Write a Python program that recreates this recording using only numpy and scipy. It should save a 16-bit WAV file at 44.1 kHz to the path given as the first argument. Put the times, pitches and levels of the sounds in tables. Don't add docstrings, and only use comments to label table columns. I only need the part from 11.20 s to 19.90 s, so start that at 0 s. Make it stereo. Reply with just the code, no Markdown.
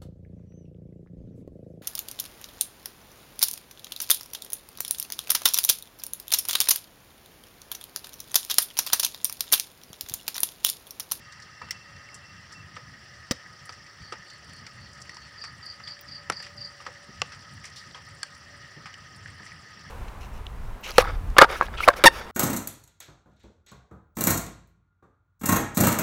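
import sys
import numpy as np
from scipy import signal
from scipy.fft import rfft, irfft
from scipy.io import wavfile

SR = 44100
rng = np.random.default_rng(int(sys.argv[2]) if len(sys.argv) > 2 else 0)


def digitize_waveform(pressure):
    field = np.atleast_2d(pressure).T
    bounded = np.clip(field, -1, 1)
    quanta = np.round(bounded * 32767).astype(np.int16)
    wavfile.write(sys.argv[1], SR, quanta)


N = 383669
TIME = np.arange(N) / SR
TOP_HZ = 15700

# (time [s], level over 10 ms [dB], lowest [Hz], highest [Hz], decay [s],
#  low mode [Hz], its level [dB], high mode [Hz], its level [dB])
WOOD_POPS = [(0.4158, -39.5, 605, 1610, 0.011, 960, -6, 1255, -3),
             (0.4866, -49, 1000, 3000, 0.0054, 1250, -1, 1900, -4),
             (0.508, -34, 2200, 6440, 0.0077, 2030, 1.5, 5500, -5),
             (0.8882, -49.5, 1600, 3480, 0.0034, 1910, 2, 2180, 8),
             (1.5658, -40.5, 497, 2160, 0.0092, 1238, -6, 2780, -8),
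             (2.1106, -28.5, 1190, 4520, 0.0021, 235, -4, 527, -5.5),
             (2.1136, -28, 1490, 6750, 0.0031, 544, 1, 5450, -13),
             (2.1204, -38, 1200, 7000, 0.0023, 1330, -2, 3840, 5),
             (2.262, -49.5, 1400, 2400, 0.0032, 1750, 13, 1910, 13),
             (2.4924, -41.5, 420, 3420, 0.007, 1290, -4, 4670, -7),
             (2.9229, -35, 196, 2820, 0.0093, 475, -9, 1273, -2),
             (3.466, -44.5, 1300, 3520, 0.0058, 1910, -28, 5070, -18),
             (3.894, -44, 1680, 3400, 0.0042, 1940, 4, 4580, -20),
             (3.968, -47, 250, 4200, 0.005, 970, -9, 4800, -9),
             (4.239, -40.5, 1170, 2450, 0.011, 1220, -5.5, 1710, -8),
             (4.6, -46.5, 1040, 1800, 0.007, 1330, -5, 1870, -8),
             (4.6742, -41.5, 1270, 3160, 0.021, 1830, -8, 3400, -0.5),
             (5.0995, -24.5, 171, 1850, 0.003, 1340, -4, 1750, -14),
             (5.121, -39.5, 100, 3200, 0.0046, 800, -9, 1900, -12),
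             (5.2013, -44.5, 890, 2250, 0.005, 1770, -3, 4650, -8),
             (5.2255, -42.5, 2020, 3220, 0.041, 1890, -7, 2880, -12),
             (5.266, -46.5, 1400, 2800, 0.0065, 1940, -4, 2920, -12),
             (5.602, -45.5, 900, 2600, 0.027, 1220, -3, 2880, -11),
             (5.6636, -35.5, 490, 2110, 0.01, 940, -11, 1250, -5),
             (6.0179, -24.5, 540, 3560, 0.0019, 1150, -7.5, 2700, -5),
             (6.1186, -43, 1300, 2380, 0.022, 1380, -13, 1860, -22),
             (6.7464, -40.5, 714, 2420, 0.021, 1220, -10, 3230, -3.5),
             (7.031, -34.5, 905, 4250, 0.0034, 1630, 0, 4500, -4.5),
             (7.657, -40, 1110, 2200, 0.016, 1300, -8, 2370, -7),
             (7.741, -46.5, 1870, 3000, 0.0023, 1890, -16, 2940, 0),
             (8.059, -43.5, 1510, 2200, 0.0077, 1690, 12, 1870, 9),
             (8.1975, -48, 900, 1800, 0.01, 1300, -13, 1740, 2),
             (8.2641, -44.5, 1630, 2400, 0.019, 1940, 1.5, 2860, -21),
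             (8.319, -48.5, 1700, 2400, 0.0076, 1900, 6, 2190, 9)]
SMALL_PER_S, SMALL_DB, SMALL_SPREAD_DB, SMALL_HZ, SMALL_DECAY_S = 4.1, -57.5, 4, (1280, 3930), 0.016
RING_S, RING_AT_HZ, RING_RISE_S = 0.0034, 1300, 0.0008
# (centre [Hz], width [Hz], gain [dB])
PILE_COLOUR = [(190, 25, 7), (366, 30, -2.5), (498, 40, 7), (632, 100, -11.5), (880, 74, 3),
               (1320, 190, -2), (10600, 600, -15), (12800, 8400, -10)]
# (time [s], level over 10 ms [dB], pitch [Hz], decay [s])
SPLINTER_TICKS = [(0.2, -60.5, 5600, 0.0048), (0.2218, -53.5, 4800, 0.01), (0.508, -50, 13600, 0.0033),
                  (0.9434, -50, 6740, 0.012), (1.323, -54, 5700, 0.013), (2.116, -47, 13800, 0.003),
                  (2.4553, -58, 8560, 0.007), (2.5238, -54.5, 5400, 0.017), (3.2456, -67, 7250, 0.0044),
                  (3.334, -61, 8440, 0.0036), (3.554, -70, 6900, 0.004), (3.732, -60, 6070, 0.013),
                  (3.8044, -65, 7700, 0.005), (3.817, -51.5, 6000, 0.0071), (3.945, -59, 5960, 0.003),
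                  (4.239, -52, 5150, 0.0093), (4.4574, -62.5, 9450, 0.0066), (4.81, -54, 14100, 0.0035),
                  (5.1, -42, 7900, 0.00093), (5.2255, -58.5, 8000, 0.0041), (5.368, -70, 7900, 0.003),
                  (5.461, -70, 7850, 0.003), (5.6222, -69, 7900, 0.0035), (6.336, -65, 9000, 0.007),
                  (6.439, -62, 7000, 0.006), (6.4528, -49.5, 6060, 0.012), (6.501, -64, 6350, 0.002),
                  (6.6736, -67, 6900, 0.003), (6.866, -77, 14000, 0.003), (7.0316, -43.5, 7400, 0.0011),
                  (7.149, -63, 6700, 0.0081), (7.9614, -63, 8500, 0.0084), (8.2534, -59.5, 7000, 0.011)]
SPIT_PER_S, SPIT_FIRST, SPIT_FIZZ_DB = 2000, 1.0, -15
SIZZLE_DB, SIZZLE_DECAY_S = -72, 0.007
# (time of peak [s], half length [s], rise [dB])
SIZZLE_FLARES = [(3.7, 1, 6.6), (6.45, 1, 8.9), (8.4, 0.87, 7.7)]
# (time [s], level over 10 ms [dB], lowest [Hz], highest [Hz], decay [s])
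LITTER_RUSTLES = [(5.883, -44, 90, 326, 0.019), (6.44, -42, 1590, 2500, 0.026),
                  (6.558, -44, 3400, 4170, 0.039), (6.659, -44.5, 119, 167, 0.083),
                  (7.563, -41.5, 110, 252, 0.025), (7.637, -48, 120, 190, 0.025),
                  (8.074, -49, 1700, 1930, 0.019), (8.306, -54, 1900, 2200, 0.022),
                  (8.198, -47.5, 130, 300, 0.03), (8.56, -49, 130, 262, 0.045)]
# (time [s], level [dB])
INSECT_CHIRPS = [(2.81, -53.5), (3.061, -55), (3.302, -56), (3.584, -57.5), (3.866, -58), (3.98, -57),
                 (4.184, -43), (4.43, -43), (4.641, -42), (4.886, -43), (5.133, -40.5), (5.379, -40.5)]
# (delay [s], level [dB])
WING_STROKES = [(0.0, -8.5), (0.036, -3), (0.07, -4)]
CHIRP_HZ, CHIRP_AT_DB, CHIRP_HZ_PER_DB = 4740, -43, 14
STROKE_FALL, STROKE_SWEEP_S = 0.09, 0.014
STROKE_RASP = 0.42
STROKE_SLOWING = 0.4
# (time [s], level [dB])
CRICKET_BEEPS = [(0.038, -55), (0.103, -54), (0.165, -62), (0.275, -62), (0.335, -60), (0.377, -54),
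                 (0.437, -50), (0.496, -49), (0.555, -52), (0.622, -54), (0.69, -54), (0.755, -57.5),
                 (0.81, -55), (0.87, -56), (0.932, -54.5), (0.99, -65), (1.048, -54), (1.095, -54),
                 (1.175, -55), (1.355, -52), (1.402, -53), (1.485, -74)]
BEEP_JITTER, BEEP_RASP = 0.005, 0.35
PIPS_PER_S, PIPS_HZ, PIPS_DB, PIP_RANGE_DB = 320, (4300, 6000), -70.5, 8
DRONE_DB, DRONE_WAVER = -72, 0.011
# (time of peak [s], half length [s], rise [dB])
FAR_DRONE_SWELLS = [(0.85, 0.19, 6.4), (3.8, 0.2, 7), (4.68, 0.24, 7.3), (5.47, 0.58, 16.4),
                    (7.35, 0.67, 7)]
# (frequency [Hz], density [dB per Hz])
AIR_SPECTRUM = [(25, -101), (45, -92.5), (80, -74.5), (150, -77), (260, -89), (400, -92.5), (1000, -92.5),
                (1450, -93.5), (1950, -93.5), (2350, -99.5), (2900, -93.5), (4200, -100.5), (5400, -103.5),
                (7000, -108.5), (8000, -114), (10000, -118.5), (15000, -125)]
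SHIMMER_DB, SHIMMER_PER_S = 1.6, 60
# (centre [Hz], width [Hz], gain [dB])
STRONG_HUSH = [(1248, 40, 8), (1859, 350, 10)]
# (time of peak [s], half length [s], rise [dB])
LOW_FLUTTER_SWELL = [(8.3, 0.98, 2)]
# (centre [Hz], width [Hz], gain [dB])
MIC_COLOUR = [(1260, 70, 8), (1850, 300, 5), (3800, 700, -4), (4650, 600, 5), (5550, 1000, 10),
              (6560, 480, -12), (7350, 600, 3), (8600, 2400, 3), (10300, 1400, 5), (13000, 3000, -7),
              (15000, 800, 13)]


def pops(small_ring_db=-6):
    out = np.zeros(N)
    for s, *shape in WOOD_POPS:
        add(out, s, pop(*shape))
    lowest_hz, highest_hz = SMALL_HZ
    for slot in np.arange(0, TIME[-1] * SMALL_PER_S - 1):
        when, place = rng.random(2)
        size, length = rng.standard_normal(2)
        hz = lowest_hz * (highest_hz / lowest_hz) ** place
        db = SMALL_DB + SMALL_SPREAD_DB * size
        decay = SMALL_DECAY_S * np.exp(length / 2)
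        small = pop(db, hz, hz, decay, hz, small_ring_db, 2 * hz, 2 * small_ring_db)
        add(out, (slot + when) / SMALL_PER_S, small)
    return resonate(out, PILE_COLOUR)


def pop(db, lo_hz, hi_hz, decay, low_hz, low_db, high_hz, high_db,
        snap=1.04, snap_s=0.0023, linger=1.82, rise=0.047, split_hz=1900, body_hz=190):
    t = TIME[:SR // 12]
    low = band(rng.standard_normal(len(t)), body_hz, split_hz) * np.exp(-t / (decay * linger))
    high = band(rng.standard_normal(len(t)), split_hz, TOP_HZ) * np.exp(-t / decay)
    crack = (low + high) * (1 - np.exp(-t / (rise * decay)))
    crack /= np.linalg.norm(crack)
    crack[0] += snap / (1 + (decay / snap_s) ** 2 / 2)
    modes = ring(t, low_hz, low_db) + ring(t, high_hz, high_db)
    return energy(burst(crack, 0, lo_hz, hi_hz) + modes, db)


def ring(t, hz, db):
    decay = RING_S * np.sqrt(RING_AT_HZ / hz)
    fade = np.exp(-t / decay) * (1 - np.exp(-t / RING_RISE_S))
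    return energy(fade * np.cos(2 * np.pi * hz * t), db)


def puff(s=2.1106, db=-25.0, lo_hz=90, hi_hz=260):
    out = np.zeros(N)
    add(out, s, burst(signal.unit_impulse(SR // 20), db, lo_hz, hi_hz))
    return out


def ticks(lift_db=5, width=0.35):
    out, t = np.zeros(N), TIME[:SR // 16]
    for s, db, hz, decay in SPLINTER_TICKS:
        clicks = band(spit(t, decay), hz / 2, 3 * hz / 2)
        bright = resonate(clicks, [(hz, width * hz, lift_db)])
        add(out, s, burst(bright, db, hz, hz))
    return out


def spit(t, decay):
    chance = rng.random(len(t))
    size, fizz = rng.standard_normal((2, len(t)))
    after_clicks = size * (chance < SPIT_PER_S / SR)
    clicks = (after_clicks + undb(SPIT_FIZZ_DB) * fizz) * np.exp(-t / decay)
    clicks[0] += SPIT_FIRST
    return clicks


def crackle(rate=170, lowest_hz=2500, highest_hz=9500, spread_db=3.0, sharpness=3.4, tilt=1.0):
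    out, t = np.zeros(N), TIME[:SR // 40]
    for when, chance, place in rng.random((int(rate * TIME[-1]), 3)):
        hz = lowest_hz * (highest_hz / lowest_hz) ** place
        splinter = signal.iirpeak(hz, sharpness, fs=SR)
        tick = rng.standard_normal(len(t)) * np.exp(-t / SIZZLE_DECAY_S)
        for _ in range(2):
            tick = signal.lfilter(*splinter, tick)
        size = undb(spread_db * min(-np.log(1 - chance), 3))
        add(out, when * TIME[-1], size * unit(tick) / hz ** tilt)
    return unit(out) * undb(SIZZLE_DB + swells(SIZZLE_FLARES))


def rustles(grain_db=4, leaf_db=8, leaf_width=0.24):
    out, t = np.zeros(N), TIME[:SR // 5]
    for s, db, lo_hz, hi_hz, decay in LITTER_RUSTLES:
        grains = rng.standard_normal(len(t)) * undb(grain_db * rng.standard_normal(len(t)))
        swell = np.exp(-t / decay) * (1 - np.exp(-t / 0.0028))
        hz = np.sqrt(lo_hz * hi_hz)
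        crumple = resonate(grains * swell, [(hz, leaf_width * hz, leaf_db)])
        add(out, s, burst(crumple, db, lo_hz, hi_hz))
    return out


def chirper(db_jitter=-0.4, pitch_jitter=0.00443):
    out = np.zeros(N)
    t = TIME[:SR // 12] - 1 / 40
    for s, db in INSECT_CHIRPS:
        pace = t / undb(STROKE_SLOWING * (CHIRP_AT_DB - db))
        envelope = 2 / (np.exp(-pace / .0035) + np.exp(pace / .0065))
        glide = 1 - STROKE_FALL * np.tanh(pace / STROKE_SWEEP_S)
        chirp_hz = CHIRP_HZ + CHIRP_HZ_PER_DB * (db - CHIRP_AT_DB)
        for delay, stroke_db in WING_STROKES:
            force, tuning = rng.standard_normal(2)
            hz = chirp_hz * (1 + pitch_jitter * tuning)
            teeth = 1 + STROKE_RASP * unit(band(rng.standard_normal(len(t)), 150, 300))
            tone = np.sin(2 * np.pi * np.cumsum(hz * glide) / SR)
            gain = undb(db + stroke_db + db_jitter * force)
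            add(out, s + delay + t[0], gain * envelope * teeth * tone)
    return out


def cricket(hz=2730, drift_hz_per_s=22, sag=0.0071):
    out, stroke = np.zeros(N), np.linspace(0, 1, SR // 16)
    for s, db in CRICKET_BEEPS:
        bend = 1 + BEEP_JITTER * rng.standard_normal() - sag * (stroke - .5)
        pitch = (hz - drift_hz_per_s * s) * bend
        beep = np.sin(np.pi * stroke) ** 2 * np.sin(2 * np.pi * np.cumsum(pitch) / SR)
        add(out, s - len(stroke) / SR / 2, undb(db) * beep)
    return out * (1 + BEEP_RASP * walk(130))


def shimmer_pips():
    out, t = np.zeros(N), TIME[:SR // 36]
    lo_hz, hi_hz = PIPS_HZ
    for when, place, size in rng.random((int(PIPS_PER_S * TIME[-1]), 3)):
        hz = lo_hz + place * (hi_hz - lo_hz)
        pip = np.hanning(len(t)) * np.sin(2 * np.pi * hz * t)
        add(out, when * TIME[-1], undb(-PIP_RANGE_DB * size) * pip)
    return undb(PIPS_DB) * unit(out)


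def drone(hz=573.0, upper_hz=783, upper_db=-11):
    def wavering(centre_hz):
        return np.sin(2 * np.pi * np.cumsum(centre_hz * (1 + DRONE_WAVER * walk(40))) / SR)

    tones = wavering(hz) + undb(upper_db) * wavering(upper_hz)
    return undb(DRONE_DB + swells(FAR_DRONE_SWELLS) + 3.2 * walk(30)) * tones


def air(flutter_db=3.5, top_shimmer_db=0.5):
    hz = np.arange(N // 2 + 1) * SR / N + 1
    points_hz, points_db = np.transpose(AIR_SPECTRUM)
    shape = undb(np.interp(np.log(hz), np.log(points_hz), points_db)) * np.sqrt(SR / 2)
    spectrum = rfft(rng.standard_normal(N)) * shape
    edges = [0, 300, 800, 1500, 2300, 3500, 4700, 5400, 7000, SR]
    flutter = flutter_db * walk(16) + swells(LOW_FLUTTER_SWELL)
    shimmer = [SHIMMER_DB * walk(SHIMMER_PER_S) for _ in edges[3:]]
    levels = [flutter, *shimmer, top_shimmer_db * walk(25)]
    out = np.zeros(N)
    for lo, hi, db in zip(edges, edges[1:], levels):
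        out += undb(db) * irfft(spectrum * ((hz >= lo) & (hz < hi)), N)
    return resonate(out, STRONG_HUSH)


def foliage(x, wet_db, t60, build_s=0.005):
    return x + undb(wet_db) * scatter(x, t60, build_s)


def scatter(x, t60, build_s=0.0076):
    t = TIME[:SR // 2]
    fade = undb(-60 * t / t60) * (1 - np.exp(-t / build_s))
    tail = band(rng.standard_normal(len(t)), 460, 7600) * fade
    return signal.fftconvolve(x, tail / np.linalg.norm(tail))[:N]


def undb(db):
    return 10 ** (np.asarray(db) / 20)


def unit(x):
    return x / np.sqrt(np.mean(x ** 2))


def energy(x, db):
    return x * undb(db) * np.sqrt(SR / 100) / np.linalg.norm(x)


def band(x, lo_hz, hi_hz):
    for hz, kind in ((lo_hz, "high"), (hi_hz, "low")):
        x = signal.lfilter(*signal.butter(2, min(hz, SR / 2 - 1000), kind, fs=SR), x)
    return x


def burst(x, db, lo_hz, hi_hz):
    return energy(band(x, lo_hz, hi_hz), db)


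def resonate(x, peaks):
    for hz, width, db in peaks:
        x = x + (undb(db) - 1) * signal.lfilter(*signal.iirpeak(hz, hz / width, fs=SR), x)
    return x


def swells(rows):
    return sum(db * np.exp(-((TIME - s) / half) ** 2) for s, half, db in rows)


def walk(rate):
    knots = rng.standard_normal(int(TIME[-1] * rate) + 2)
    return np.interp(TIME * rate, np.arange(len(knots)), knots) * np.sqrt(3 / 2)


def add(out, s, x):
    i = int(np.clip(s * SR, 0, N - 1))
    out[i:i + len(x)] += x[:N - i]


def scene(side_db=-26, leaves_side_db=-31):
    fire = foliage(pops() + puff() + rustles() + ticks() + crackle(), wet_db=-23, t60=.25)
    near = foliage(chirper(), wet_db=-6, t60=0.23, build_s=0.004)
    insects = near + foliage(cricket(), wet_db=-8, t60=0.2)
    scattered = fire + insects + shimmer_pips()
    mid = scattered + drone() + air()
    side = undb(side_db) * air() + undb(leaves_side_db) * scatter(scattered, t60=0.02)
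    return np.array([mid + side, mid - side])


def record(dry):
    top_cut = signal.ellip(8, .2, 70, TOP_HZ, fs=SR, output="sos")
    return signal.sosfilt(top_cut, resonate(dry, MIC_COLOUR))


dry = scene()
out = record(dry)
digitize_waveform(out)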